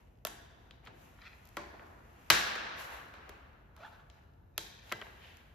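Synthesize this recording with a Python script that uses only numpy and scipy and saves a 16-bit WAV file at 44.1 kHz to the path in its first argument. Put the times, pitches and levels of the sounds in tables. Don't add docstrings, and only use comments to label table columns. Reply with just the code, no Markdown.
import sys
import numpy as np
from scipy import signal
from scipy.fft import rfft, irfft
from scipy.io import wavfile

SR = 44100
rng = np.random.default_rng(int(sys.argv[2]) if len(sys.argv) > 2 else 0)


def digitize_waveform(pressure):
    field = np.atleast_2d(pressure).T
    bounded = np.clip(field, -1, 1)
    quanta = np.round(bounded * 32767).astype(np.int16)
    wavfile.write(sys.argv[1], SR, quanta)


N = 244478
TIME = np.arange(N) / SR

BLOW_EDGES_HZ = [200, 500, 1000, 2200, 4500, 9000, 15000]
# frequency in Hz, side over mid in dB.
WIDTH = [(60, -15), (250, -10.5), (700, -19.5), (2000, -13), (5000, -2), (8000, -4.5), (11000, -4),
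         (14000, -28)]
# frequency in Hz, side over mid in dB.
HALL_WIDTH = [(60, -16.5), (250, -9), (600, 1), (2000, -0.5), (5000, -4), (8000, -3), (11000, -5.5),
              (14000, -27.5)]
# time of the height in seconds, length in seconds,
# swish level in dB, nylon hiss level in dB.
MOVES = [(0.002, 0.33, -69, -77), (0.638, 0.36, -89, -79), (0.848, 0.059, -62, -77),
         (1.044, 0.34, -63.5, -65.5), (1.367, 0.96, -65, -73.5), (1.57, 1, -69, -71),
         (1.887, 0.6, -93, -73.5), (2.32, 0.96, -62.5, -68.5), (2.814, 0.13, -48, -48.5),
         (2.943, 0.2, -48.5, -56), (3.307, 0.42, -58, -76), (3.87, 0.32, -60.5, -70),
         (4.18, 0.22, -67.5, -78.5), (4.905, 0.24, -59.5, -62), (5.062, 0.43, -57.5, -66.5),
         (5.29, 0.51, -65, -68.5)]


def from_db(db):
    return 10 ** (np.asarray(db) / 20)


def rms_one(x):
    return x / np.sqrt(np.mean(x ** 2) + 1e-20)


def in_time(rows):
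    s, *columns = np.transpose(rows)
    return [np.interp(TIME, s, column) for column in columns]


def at_hz(points, hz, axis=1):
    points = np.array(points)
    return np.interp(np.log(hz), np.log(points[:, 0]), points[:, axis])


def band(x, low, high, order=2):
    sos = signal.butter(order, [low, min(high, .45 * SR)], "band", fs=SR, output="sos")
    return signal.sosfilt(sos, x)


def drift(rate_hz):
    run_in = SR // 4
    sos = signal.butter(2, rate_hz, fs=SR, output="sos")
    return rms_one(signal.sosfilt(sos, rng.standard_normal(N + run_in))[run_in:])


def stereo(pair, side_db):
    side = from_db(side_db)
    return (pair[0] + side * pair[1] * np.array([[1], [-1]])) / np.hypot(1, side)


def noise_bands(size, width):
    edges = np.geomspace(22, 17000, 20)
    white = rng.standard_normal((2, 2, size))
    for k, (low, high) in enumerate(zip(edges, edges[1:])):
        hz = np.sqrt(low * high)
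        yield hz, stereo(band(white[k % 2], low, high), at_hz(width, hz))


def coloured(spectrum, width):
    return rms_one(sum(from_db(at_hz(spectrum, hz)) * noise for hz, noise in noise_bands(N, width)))


def action_clicks():
    # start in seconds, level in dB before the shared colour, centre in Hz, treble loss in
    # dB per octave, rattle decay constant in milliseconds, hall send in dB.
    contacts = [(.2503, -37.5, 2940, -2, 0.26, -1), (.2504, -38.5, 1000, 1.5, 0.52, -4),
                (.2692, -45.5, 1560, 0.5, 0.55, -5.5), (.2708, -51, 2380, -3, 1.3, -11),
                (.709, -50.5, 3070, 12.5, 1.9, -0.5), (.8505, -63, 4100, 3.5, 7.3, -2),
                (.861, -51.5, 2500, 17, 4.1, 4), (.8703, -45, 2240, 12.5, 7.2, -1),
                (.878, -53, 580, 6.5, 4, 4), (1.4533, -62.5, 4460, -1, 1.7, 1),
                (1.473, -64.5, 4490, 0, 0.45, -20), (1.4892, -64, 5950, -2, 1.13, -17),
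                (1.5685, -36.5, 1200, 4, 3.7, 1.5), (1.738, -53, 734, 19, 11, 1),
                (1.7945, -49, 1892, 51, 1.2, 10.5), (2.557, -36.5, 1460, 6.5, 2, -25),
                (3.139, -51, 1590, 6, 1.7, 6.5), (3.292, -50, 480, 1.1, 2.7, -4),
                (3.7645, -61, 1000, 1.5, 1.74, 3), (4.0997, -54, 4930, 21, 1.95, 2),
                (4.5785, -34, 2450, -1, 1.15, -1.5), (4.584, -44.5, 2860, 8, 2.1, 1),
                (4.8945, -51, 4900, 32, 1.5, 10.5), (4.9165, -34, 1740, 10.5, 8.6, -28),
                (4.9225, -29.5, 1730, 5, 1.8, -8), (4.9305, -44, 1500, 11, 1.5, -24),
                (5.0142, -40.5, 2010, 11, 2.9, -5), (5.022, -43.5, 1530, 22, 1.3, -18),
                (5.067, -50.5, 1210, 10, 2.8, -23), (5.37, -59, 5000, 4, 1.4, -17)]
    return blows(contacts, 7, ring_db=-30.5, snap_ms=0.045, grain_db=7.0, ring_send_db=-11.5)


def shot_blasts():
    # start in seconds, level in dB before the shared colour, centre in Hz, treble loss in
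    # dB per octave, blast decay constant in milliseconds, hall send in dB.
    blasts = [(2.3016, -17, 1870, 1.66, 1.5, 3), (2.3053, -21.5, 1506, 1, 1.9, 3.5)]
    bass_loss = 11
    crack = blows(blasts[:1], bass_loss, ring_db=-53.0, snap_ms=0.8, grain_db=3.5, ring_send_db=-26.0)
    bounce = blows(blasts[1:], bass_loss, ring_db=-48.5, snap_ms=0.65, grain_db=9.0, ring_send_db=-21.0)
    return crack, bounce


def blows(rows, bass_loss, ring_db, snap_ms, grain_db, ring_send_db):
    near, send = np.zeros((2, N)), np.zeros(N)
    t = np.arange(SR // 8) / SR
    attack = t < .0055
    for s, level_db, centre_hz, treble_loss, burst_ms, send_db in rows:
        levels = blow_colour(level_db, centre_hz, treble_loss, bass_loss)
        burst = contact_burst(t, burst_ms, grain_db)
        burst[0, round(.0003 * SR)] -= snap_ms / burst_ms
        pair, hit = rifle_ring(burst, ring_db), 0
        for low, high, db in zip(BLOW_EDGES_HZ, BLOW_EDGES_HZ[1:], levels):
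            part = band(pair, low, high, order=3)
            part /= part[:, attack].std(axis=1, keepdims=True)
            hit = hit + from_db(db) * stereo(part, at_hz(WIDTH, np.sqrt(low * high)))
        i, pulse = round(s * SR), hall_pulse(levels)
        near[:, i:i + len(t)] += hit[:, :N - i]
        send[i:i + len(t)] += from_db(send_db + ring_send_db) * hit[0, :N - i]
        send[i:i + len(pulse)] += from_db(send_db) * pulse
    return near, send


def blow_colour(db, centre_hz, treble_loss, bass_loss):
    shared_db = [0, -0.5, -1.1, -1.1, -0.65, 0.98]
    edges = np.array(BLOW_EDGES_HZ)
    octaves = np.log2(np.sqrt(edges[1:] * edges[:-1]) / centre_hz)
    slopes = bass_loss * np.minimum(octaves, 0) - treble_loss * np.maximum(octaves, 0)
    return db + np.array(shared_db) + slopes


def contact_burst(t, burst_ms, grain_db, count=4):
    fade = np.exp(-t * 1000 / burst_ms) + 1e-12
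    burst = rng.standard_normal((2, len(t))) * from_db(grain_db * rng.standard_normal(len(t))) * fade
    for _ in range(count):
        spectrum = rfft(burst)
        flatter = irfft(spectrum / np.sqrt(np.abs(spectrum) + 1e-12), len(t))
        burst = flatter * np.minimum(10 * fade, 1)
    return burst / np.linalg.norm(burst, axis=1, keepdims=True)


def rifle_ring(force, ring_db):
    # frequency in Hz, relative level in dB before a random spread,
    # 60 dB decay time in seconds.
    modes = [(420, -11.5, 0.07), (616, -14, 0.076), (1100, -17.5, 0.043), (1320, -5, 0.034),
             (1950, -4.5, 0.0048), (2640, 6, 0.0052), (3200, 15.5, 0.0058), (4077, -28.5, .025),
             (6760, 4.5, 0.0092), (11200, 4.5, 0.012), (12700, 2.5, .005)]
    out = force.copy()
    for hz, db, t60 in modes:
        r, w = from_db(-60 / (t60 * SR)), 2 * np.pi * hz / SR
        ring = signal.lfilter([1, -r * np.cos(w)], [1, -2 * r * np.cos(w), r * r], force)
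        out += from_db(ring_db + db + rng.normal(0, 2)) * ring
    return out


def hall_pulse(levels, size=1024):
    edges = np.array(BLOW_EDGES_HZ)
    hz = np.maximum(np.fft.rfftfreq(size, 1 / SR), 1)
    density = from_db(levels) * SR * np.sqrt(.0055 / (2 * np.diff(edges)))
    log_centres = np.log(edges[1:] * edges[:-1]) / 2
    outline = np.exp(np.interp(np.log(hz), log_centres, np.log(density)))
    return np.roll(irfft(outline * hz / np.hypot(hz, edges[0] / 2)), size // 16)


def long_ring(modes, hits):
    out = np.zeros((2, N))
    for s, db in hits:
        i = round(s * SR)
        t = TIME[:min(SR, N - i)]
        for hz, level, t60 in modes:
            phase = from_db(at_hz(WIDTH, hz)) * rng.standard_normal((2, 1))
            tone = np.sin(2 * np.pi * hz * t + phase)
            out[:, i:i + SR] += from_db(db + level - 60 * t / t60) * tone * (1 - np.exp(-hz * t))
    return out


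def small_parts():
    # start in seconds, level in dB.
    catch_modes = [(645, 3, .03), (1020, -2, .02), (1400, -1, .017), (1760, -14, .15), (2750, 5, .009),
                   (3100, 3, .009), (3480, 5, .01), (5093, -8, .012), (7000, -8, .015), (12800, 12, .004)]
    catch_hits = [(0.2508, -34), (.271, -39)]
    stock_modes = [(332, -4.5, 0.13), (584, -7.5, 0.28), (840, -2, .04), (1034, -10, 0.48),
                   (1134, 6.5, 0.06), (1350, -0.5, 0.035), (2000, 3, 0.028), (3200, -1, .015),
                   (5900, -6.5, .012), (7700, -6.5, .012)]
    stock_hits = [(0.882, -68), (1.571, -39.5)]
    lever_modes = [(387, -6, 0.046), (1380, -4.5, 0.037), (1576, 2.5, .07), (1964, 10, 0.03),
                   (2030, -12, 0.39), (3170, 12, 0.013)]
    lever_hits = [(4.923, -38), (5.015, -48.5)]
    bolt_modes = [(400, -25, .02), (690, -18, .02), (1480, -13, .013), (1720, -12, .013), (2850, -2, .009),
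                  (3250, 0, .01), (4150, -7, .011), (12000, -4, .003)]
    bolt_hits = [(4.579, -20.5)]
    shroud_modes = [(420, -17, 0.023), (1170, -7.5, 0.03), (1411, -7, .012), (2120, 3, 0.0089),
                    (2930, -0.5, 0.017), (3650, -3, .008), (4420, -5, 0.0083), (13200, -6.5, 0.0025)]
    shroud_hits = [(2.3018, -17), (2.3055, -16)]
    parts = long_ring(catch_modes, catch_hits) + long_ring(stock_modes, stock_hits)
    parts += long_ring(lever_modes, lever_hits) + long_ring(bolt_modes, bolt_hits)
    return parts + long_ring(shroud_modes, shroud_hits)


def bench_and_steel():
    # start in seconds, bench level in dB, steel level in dB.
    thumps = [(0.252, -80, -60), (1.571, -52, -88), (2.303, -33.5, -38), (4.58, -50.5, -73),
              (4.924, -49.5, -62)]
    # frequency in Hz, relative level in dB, 60 dB decay time in seconds.
    bench_modes = [(60, -8.5, 0.43), (94, 1.5, 0.096), (127, 5, 0.098), (165.6, -11, 0.41),
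                   (213.3, -14, 0.98), (332, -1, 0.21), (440, -7, 0.22), (581, -6, 0.2)]
    # frequency in Hz, relative level in dB, 60 dB decay time in seconds.
    steel_modes = [(1103, 2, .45), (1330, -2, .7), (1538, -3, .9), (1636, -5, 1), (1678, -4, .9),
                   (1771, -4, .8), (1870, -4, .9), (2016, 0, .35), (2328, -4, .6), (2631, -9, .8),
                   (2791, -5, .9), (3249, -6, .3), (3792, -4, .6), (4001, -2, .7), (5077, -8, .25),
                   (5272, -6, .55)]
    thumps = np.array(thumps)
    return long_ring(bench_modes, thumps[:, [0, 1]]) + long_ring(steel_modes, thumps[:, [0, 2]])


def chafe(peaks, pulls, surge_db, grit_db, side_db, bend, dry_db):
    swell_db = 19
    contacts = rng.standard_normal((2, N)) * from_db(surge_db * drift(90) + grit_db * drift(900))
    ring = sum(from_db(db) * band(contacts, hz - width / 2, hz + width / 2) for hz, width, db in peaks)
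    ring = ring + from_db(dry_db) * band(contacts, 1700, 4200)
    swells = []
    for s, db, rise, release, _ in pulls:
        distance = np.maximum((s - TIME) / rise, (TIME - s) / release)
        swells.append(from_db(db - swell_db * distance))
    power = np.array(swells) ** 2 + 1e-20
    speed = np.array(pulls)[:, -1] @ power / power.sum(axis=0) * (1 + bend * drift(30))
    ring = np.array([np.interp(np.cumsum(speed) % N, np.arange(N), side) for side in ring])
    return np.sqrt(power.sum(axis=0)) * rms_one(stereo(ring, side_db))


def spring_rattle():
    # frequency in Hz, width in Hz, relative level in dB.
    peaks = [(1790, 130, -0.5), (2440, 330, -3.5), (3680, 150, -2), (3910, 160, -7.5), (5040, 320, -11),
             (6350, 200, -5.5)]
    # time of the height in seconds, level in dB, rise and release in seconds, pitch ratio.
    rattles = [(4.606, -56.5, 0.044, 0.096, 1.0), (4.642, -56.5, 0.04, 0.33, 1.0)]
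    return chafe(peaks, rattles, surge_db=4.5, grit_db=9.0, side_db=-4.0, bend=0.0033, dry_db=-19)


def lever_squeak(blur_hz=45, blur=0.5, catch_db=3.0, scrape_db=-17, jitter=0.04):
    # time in seconds, pitch in Hz before jitter, level in dB before the catching.
    glide = [(3.785, 640, -68), (3.808, 626, -53), (3.82, 640, -55), (3.838, 676, -52), (3.846, 823, -55),
             (3.866, 841, -59.5), (3.88, 780, -70), (3.89, 746, -79)]
    # multiple of the pitch, relative level in dB.
    partials = [(1, -3), (2, -6.5), (3, -21), (4, -18)]
    pitch, db = in_time(glide)
    phase = 2 * np.pi * np.cumsum(pitch * (1 + jitter * drift(121.5))) / SR
    pair = np.zeros((2, N))
    for tone in pair:
        for k, level in partials:
            wave = np.sin(k * phase + rng.uniform(0, 2 * np.pi))
            tone += from_db(level) * (1 + blur * drift(blur_hz)) * wave
    scrape = rms_one(band(rng.standard_normal((2, N)), 1900, 4400))
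    pair = np.sqrt(2) * pair + from_db(scrape_db) * scrape
    sliding = (TIME > glide[0][0]) & (TIME < glide[-1][0])
    return sliding * from_db(db + catch_db * drift(150)) * stereo(pair, -16.0)


def slot_scrape():
    # frequency in Hz, width in Hz, relative level in dB.
    peaks = [(878, 184, -1), (1263, 172, 0.5), (1482, 164, 3), (1900, 200, -10), (3380, 730, -20.5)]
    # time of the height in seconds, level in dB, rise and release in seconds, pitch ratio.
    strokes = [(3.777, -63, 0.02, 0.045, 1.05), (3.852, -54.5, 0.083, 0.043, .97),
               (3.869, -52.5, 0.0095, .015, 0.94), (3.93, -59, 0.0394, 0.077, 1.07),
               (3.998, -61.5, 0.022, 0.034, .96)]
    return chafe(peaks, strokes, surge_db=1.5, grit_db=2.0, side_db=-18.5, bend=0.01513, dry_db=-16.5)


def glove_rub():
    # frequency in Hz, width in Hz, relative level in dB.
    peaks = [(1500, 400, -4), (1860, 420, 0), (2320, 420, -0.5), (3150, 600, -15), (3900, 400, -11),
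             (4700, 450, -15)]
    # time of the hardest pull in seconds, level in dB, rise and release in seconds, pitch ratio.
    rubs = [(1.187, -59.5, 0.012, 0.035, 0.77), (1.218, -55.5, 0.021, 0.045, 1.01),
            (1.239, -58, .018, 0.024, 0.77), (1.254, -52.5, 0.031, 0.05, 1.03),
            (1.27, -51, .028, 0.02, 1.04), (1.28, -55.5, 0.011, .04, 1.02),
            (1.335, -60.5, .0806, 0.024, 1.02)]
    return chafe(peaks, rubs, surge_db=0.5, grit_db=5.5, side_db=-10.5, bend=0.013, dry_db=-15)


def sleeve_scuff():
    # frequency in Hz, width in Hz, relative level in dB.
    peaks = [(2020, 300, 2), (2800, 1460, 7), (4310, 800, -14)]
    # time of the height in seconds, level in dB, rise and release in seconds, pitch ratio.
    sweeps = [(5.238, -56.5, 0.062, 0.25, 0.96)]
    return chafe(peaks, sweeps, surge_db=1.0, grit_db=-2.0, side_db=-3.5, bend=0.01013, dry_db=-3)


def movement(s, length):
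    rise_share, fall_db = 0.27, 19
    progress = (TIME - s) / length
    return np.exp(-np.minimum(progress / rise_share, 0) ** 2) * from_db(-fall_db * np.maximum(progress, 0))


def cloth():
    # frequency in Hz, relative level in dB.
    swish_spectrum = [(100, -26.5), (300, -14), (700, 10), (1500, 3), (2500, 2), (4500, -17), (8000, -33.5),
                      (15000, -49)]
    # frequency in Hz, relative level in dB.
    hiss_spectrum = [(100, -33), (2000, 0.5), (4500, -4), (7000, 2), (9000, -9), (11000, 7.5), (13300, 3),
                     (15500, -9.5)]
    power = from_db([[-86.5], [-87.5]]) ** 2
    for s, length, swish_db, hiss_db in MOVES:
        power = power + (from_db([[swish_db], [hiss_db]]) * movement(s, length)) ** 2
    swish_gain, hiss_gain = np.sqrt(power)
    swish = swish_gain * from_db(0.7 * drift(39)) * coloured(swish_spectrum, HALL_WIDTH)
    grain = from_db(0.71 * drift(40) + 0.77 * drift(600))
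    hiss = hiss_gain * grain * coloured(hiss_spectrum, WIDTH)
    return swish + hiss


def crinkles(level_db, per_s=16, spread_db=1.0):
    busy = np.clip(sum(movement(s, length) for s, length, _, _ in MOVES), .1, 1)
    sizes = from_db(spread_db * np.minimum(rng.exponential(1, N), 2))
    flicks = (rng.random(N) < per_s * busy / SR) * sizes
    fade = np.exp(-TIME[:SR // 20] / 0.0015)
    envelope = np.convolve(flicks, fade)[:N]
    rustle = stereo(band(rng.standard_normal((2, N)), 1100, 4800, order=1), -4.0)
    return from_db(level_db) * envelope * rms_one(rustle)


def hall(x, early_db=5.5, early_t60=0.48, build_s=0.00064, flutter_db=1.0, bunch_db=1.0):
    # frequency in Hz, 60 dB decay time in seconds, relative tail level in dB.
    decay = [(103.4, 0.58, 7), (244, 4.2, 4), (567, 2.2, 2.5), (1220, 2.53, -3), (2580, 1.63, -2.5),
             (4860, 1.31, -4.5), (7900, 0.6, -2.5), (13100, 0.53, -14.5)]
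    # delay and spread in seconds, dB over the tail.
    echoes = [(0.028, 0.0062, 1), (.08, .015, 0)]
    # frequency in Hz, width in Hz, boost in dB.
    wall_peaks = [(700, 120, 2), (1130, 120, 1.5), (1660, 260, 4.5), (4000, 600, 1.5)]
    bunch_s = .012
    t = np.arange(2 * SR) / SR
    early = from_db(early_db - 60 * t / early_t60)
    response = 0
    for hz, noise in noise_bands(len(t), HALL_WIDTH):
        late = from_db(-60 * t / at_hz(decay, hz))
        bunching = np.interp(t / bunch_s, np.arange(400), rng.standard_normal(400))
        level = from_db(at_hz(decay, hz, axis=2) + bunch_db * bunching)
        response = response + noise * level * np.hypot(early, late)
    for hz, width, db in wall_peaks:
        resonance = band(response, hz - width / 2, hz + width / 2, order=1)
        response = response + (from_db(db) - 1) * resonance
    clusters = sum(db * np.exp(-((t - delay) / spread) ** 2) for delay, spread, db in echoes)
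    flutter = flutter_db * drift(160)[:len(t)]
    response *= (1 - np.exp(-t / build_s)) * from_db(-40.0 + clusters + flutter)
    return signal.fftconvolve(x.mean(axis=0)[None], response, axes=1)[:, :N]


def low_rumble():
    # frequency in Hz, relative level in dB.
    spectrum = [(25, -21.5), (45, -1), (62, 1), (100, -5), (160, -12), (300, -19.5), (700, -22.5),
                (2000, -42.5), (6000, -66), (15000, -47)]
    return from_db(-59.5) * coloured(spectrum, HALL_WIDTH)


def scene():
    clicks, click_send = action_clicks()
    (crack, crack_send), (bounce, bounce_send) = shot_blasts()
    ringing = bench_and_steel()
    parts = small_parts()
    spring = spring_rattle()
    friction = glove_rub() + sleeve_scuff() + slot_scrape() + lever_squeak()
    send = click_send + crack_send + from_db(-8) * parts[0] + from_db(-3.5) * friction[0]
    room = hall(send[None]) + hall(bounce_send[None])
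    near = clicks + crack + bounce + ringing + parts + spring + friction
    return near + room + cloth() + crinkles(level_db=-71.0) + low_rumble()


def record(dry, notch_hz=8900, notch_q=1.5, low_hz=38, top_hz=13800, left_db=.5):
    mid, side = (dry[0] + dry[1]) / 2, (dry[0] - dry[1]) / 2
    mid = signal.lfilter(*signal.iirnotch(notch_hz, notch_q, fs=SR), mid)
    ported = np.array([mid + side, mid - side]) * from_db([[left_db], [-left_db]])
    ported = signal.sosfilt(signal.butter(2, low_hz, "high", fs=SR, output="sos"), ported)
    ported = signal.sosfilt(signal.butter(8, top_hz, fs=SR, output="sos"), ported)
    return signal.sosfilt(signal.ellip(10, .2, 80, 16000, fs=SR, output="sos"), ported)


dry = scene()
out = record(dry)
digitize_waveform(out)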